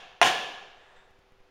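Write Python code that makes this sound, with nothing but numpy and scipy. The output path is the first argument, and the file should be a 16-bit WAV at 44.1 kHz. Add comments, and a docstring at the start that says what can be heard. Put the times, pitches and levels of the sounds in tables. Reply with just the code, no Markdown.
"""The dying echo of a hammer blow fills a bare workshop. Then the club hammer drives a steel chisel
into a hollow concrete block again: a crack, a short crunch, the ring of block and chisel,
and a long wash from the room. The blade scrapes faintly as it is moved along.
A few dull ticks follow, over room air and a low hum."""
import sys
import numpy as np
from scipy import signal
from scipy.fft import rfft, irfft
from scipy.io import wavfile

SR = 44100
rng = np.random.default_rng(int(sys.argv[2]) if len(sys.argv) > 2 else 0)


def materialize(psi):
    """Save the field psi as 16-bit PCM at rate SR to the path in sys.argv[1].

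    A 1-D psi becomes a single channel; in a 2-D psi each row is a channel.
    """
    bounded = np.clip(np.atleast_2d(psi).T, -1, 1)
    quanta = np.round(bounded * 32767).astype(np.int16)
    wavfile.write(sys.argv[1], SR, quanta)


N = 66150
T = np.arange(N) / SR
BIN_HZ = np.fft.rfftfreq(N, 1 / SR)


# hammer blows: (time [s], gain [dB], ring gain [dB], low-pass cutoff [Hz])
BLOWS = [(-0.2, -10.5, -8, 9000), (0.2145, 1.5, -1, 19200)]

def hammer_blows():
    """Each blow has its own level, ring and brightness; the earlier one is duller."""
    blows = np.zeros(N)
    for start_s, db, ring_db, cutoff_hz in BLOWS:
        age = np.maximum(T - start_s, 0)
        blow = reflections(age) + strike(age, ring_db) + wash(age)
        blows += from_db(db) * signal.lfilter(*signal.butter(1, cutoff_hz, fs=SR), blow)
    return blows


# block and chisel modes: (frequency [Hz], relative level [dB], t60 [s])
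BLOCK_CHISEL_MODES = [(692.7, -9.5, 0.062), (737.6, -23, .45), (777, -26.5, 0.54), (888, -20.5, .09),
                      (1025.6, -26, 0.24), (1052, -25.5, 0.36), (1410, -24.5, .22), (1645, -27, .28),
                      (1704, -35.5, .85), (1706, -41, .6), (2020, -37.5, 0.23), (2480, -22.5, 0.086),
                      (2890, -28, .22), (4130, -28, 0.068)]

def strike(age, ring_db):
    """Crack, crunch and the ring of block and chisel."""
    impact = crack(age) + crunch(age) + from_db(ring_db) * ring(BLOCK_CHISEL_MODES, age)
    highpass = signal.butter(2, 290, "high", fs=SR, output="sos")
    return signal.sosfilt(highpass, impact)


# blade bites: (delay [s], relative level [dB])
BITES = [(0.0002, 3), (.0043, -5), (0.0133, -5.5), (0.0162, -8)]
# contact modes: (frequency [Hz], relative level [dB], t60 [s])
CRACK_MODES = [(414, -23.5, 0.036), (1136, -1.5, 0.0045), (2044, -5.5, 0.0056), (3450, -10, .005),
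               (5690, -11, 0.0041), (9500, -19, 0.0058)]

def crack(age):
    """The blade bites and judders; each bite excites heavily damped contact modes."""
    bites = np.zeros(N)
    for delay_s, db in BITES:
        bite_age = np.maximum(age - delay_s, 0)
        bites += from_db(db) * rise(bite_age, rise_s=0.00075) * ring(CRACK_MODES, bite_age)
    return bites


# noise bursts: (delay [s], hold [s], relative level [dB])
BURSTS = [(.0005, 0.0014, -16.5), (.0042, 0.0026, -25.5), (0.0107, 0.006, -20), (0.042, 0.0039, -28.5)]
# crunch spectrum: (frequency [Hz], relative density [dB])
CRUNCH_SPECTRUM = [(60, -43), (200, -20), (380, -22), (540, 6), (760, 8), (1250, -2), (1800, 4), (3300, 3),
                   (4600, -13.5), (6600, -6.5), (7900, -19), (9400, -19.5), (11500, -26), (16000, -31)]

def crunch(age):
    """Short noise bursts: the crunch of the blow, then a faint echo off the wall."""
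    envelope = sum(from_db(db) * swell(age - delay_s, rise_s=0.0003, hold_s=hold_s, fall_s=0.0034)
                   for delay_s, hold_s, db in BURSTS)
    return envelope * noise(CRUNCH_SPECTRUM)


# reflection spectrum: (frequency [Hz], relative density [dB])
REFLECTION_SPECTRUM = [(50, -40.5), (100, -4), (220, -8.5), (320, -6), (420, -2.5), (560, -11.5),
                       (740, 6.5), (1250, -4), (1700, 4), (2200, -3.5), (2800, 3), (4600, -12),
                       (6600, -10.5), (9400, -20), (11500, -28.5), (16000, -32)]

def reflections(age):
    """First reflections from bench and walls, blurred into one swell of noise."""
    envelope = swell(age, rise_s=0.05, hold_s=0.057, fall_s=0.024)
    return from_db(-19) * envelope * noise(REFLECTION_SPECTRUM)


# reverberation spectrum: (frequency [Hz], relative density [dB])
WASH_SPECTRUM = [(50, -51), (120, -17.5), (300, -14), (450, -6.5), (620, -6.5), (700, 2.5), (770, 3.5),
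                 (880, -6.5), (1030, -2), (1250, -8.5), (1540, -7.5), (1720, -0.5), (1900, -13),
                 (2750, -2.5), (3600, -7), (4600, -15), (6600, -17.5), (8200, -25), (9500, -24.5),
                 (11500, -34), (16000, -36)]
# room decay: (band centre [Hz], t60 [s])
ROOM_T60 = [(100, 0.94), (400, 1), (800, 0.95), (1800, 1), (3200, 0.92), (6000, 0.81), (9000, 0.61),
            (15000, .63)]

def wash(age):
    """Diffuse reverberation: overlapping bands, each dying at the room's rate for its pitch."""
    spectrum = rfft(noise(WASH_SPECTRUM))
    centres_hz, t60s = np.transpose(ROOM_T60)
    tail = np.zeros(N)
    for weights, t60 in zip(np.eye(len(centres_hz)), t60s):
        band_gain = at_hz(np.c_[centres_hz, weights], BIN_HZ)
        tail += irfft(spectrum * band_gain, N) * from_db(-60 * age / t60)
    return from_db(-22.5) * rise(age, rise_s=0.017) * tail


# blade-on-block spectrum: (frequency [Hz], relative density [dB])
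SCRAPE_SPECTRUM = [(250, -24), (480, 3.5), (750, 6), (1200, 2), (1500, 0), (1750, 6.5), (2100, -2),
                   (3200, -7), (3650, -1.5), (4300, -20), (7000, -20.5), (7600, -14), (8100, -20.5),
                   (16000, -59)]
# blade modes: (frequency [Hz], level [dB], t60 [s])
BLADE_MODES = [(750, -65, 0.9), (1421, -61, .3), (1670, -63.5, 0.74), (2000, -61, 0.18),
               (3597, -61.5, 0.27), (3940, -68, 0.26), (7690, -72, .35)]

def scrape(peak_s=0.91, sigma_s=0.15, catch_s=0.962, catch_fall_s=0.0094):
    """The blade slides along: a soft rasp that swells and fades, with one ringing catch."""
    slide = from_db(-59) * np.exp(-0.5 * ((T - peak_s) / sigma_s) ** 2)
    age = np.maximum(T - catch_s, 0)
    onset = rise(age, rise_s=0.0076)
    catch = from_db(-55) * onset * np.exp(-age / catch_fall_s)
    return (slide + catch) * noise(SCRAPE_SPECTRUM) + onset * ring(BLADE_MODES, age)


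# ticks: (time [s], level [dB])
TICKS = [(1.109, -51.5), (1.191, -50.5), (1.322, -51), (1.404, -56)]

def ticks():
    """Faint dull ticks, each a sudden step that relaxes."""
    return sum(from_db(db) * hold_and_fall(T - start_s, hold_s=0, fall_s=0.018) for start_s, db in TICKS)


# room air spectrum: (frequency [Hz], relative density [dB])
AIR_SPECTRUM = [(10, 19.5), (30, 6), (70, 1), (150, -4), (310, -6), (420, -2.5), (800, -2.5), (1600, -7),
                (3200, -12), (4600, -17.5), (7000, -25.5), (8500, -31), (16000, -37)]
# hum tones: (frequency [Hz], rms level [dB])
HUM_TONES = [(386, -72.5), (500, -74), (770, -82.5)]

def background():
    """Room air and a faint steady hum."""
    hum = sum(from_db(db) * np.sqrt(2) * np.sin(2 * np.pi * (hz * T + rng.random()))
              for hz, db in HUM_TONES)
    return from_db(-61) * noise(AIR_SPECTRUM) + hum


def from_db(db):
    """Decibels to gain."""
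    return 10 ** (np.asarray(db) / 20)


def at_hz(points, hz):
    """Table lookup on a log-frequency axis."""
    points_hz, values = np.transpose(points)
    return np.interp(np.log(np.maximum(hz, 1)), np.log(points_hz), values)


def noise(spectrum):
    """Coloured noise, rms 1."""
    white = rfft(rng.standard_normal(N))
    coloured = irfft(white * from_db(at_hz(spectrum, BIN_HZ)), N)
    return coloured / coloured.std()


def ring(modes, age):
    """Damped sines set off together, with alternating signs."""
    return sum((-1) ** k * from_db(db - 60 * age / t60) * np.sin(2 * np.pi * hz * age)
               for k, (hz, db, t60) in enumerate(modes))


def rise(age, rise_s):
    """Envelope: exponential approach from 0 to 1."""
    return 1 - np.exp(-np.maximum(age, 0) / rise_s)


def hold_and_fall(age, hold_s, fall_s):
    """Envelope: step, hold, exponential decay."""
    return (age > 0) * np.exp(-np.maximum(age - hold_s, 0) / fall_s)


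def swell(age, rise_s, hold_s, fall_s):
    """Envelope: rise, then exponential decay from hold_s on."""
    return rise(age, rise_s) * hold_and_fall(age, hold_s, fall_s)


def scene():
    """Blows, scrape, ticks and background, in mono."""
    return (hammer_blows() + scrape() + ticks() + background())[None]


# microphone dips: (frequency [Hz], width [Hz])
MIC_DIPS = [(3950, 75), (7850, 420)]

def record(dry, cutoff_hz=15900):
    """Microphone response: two narrow dips and a steep treble cut."""
    for hz, width_hz in MIC_DIPS:
        dry = signal.lfilter(*signal.iirnotch(hz, hz / width_hz, fs=SR), dry)
    lowpass = signal.ellip(10, 0.2, 80, cutoff_hz, fs=SR, output="sos")
    return signal.sosfilt(lowpass, dry)


dry = scene()
out = record(dry)
materialize(out)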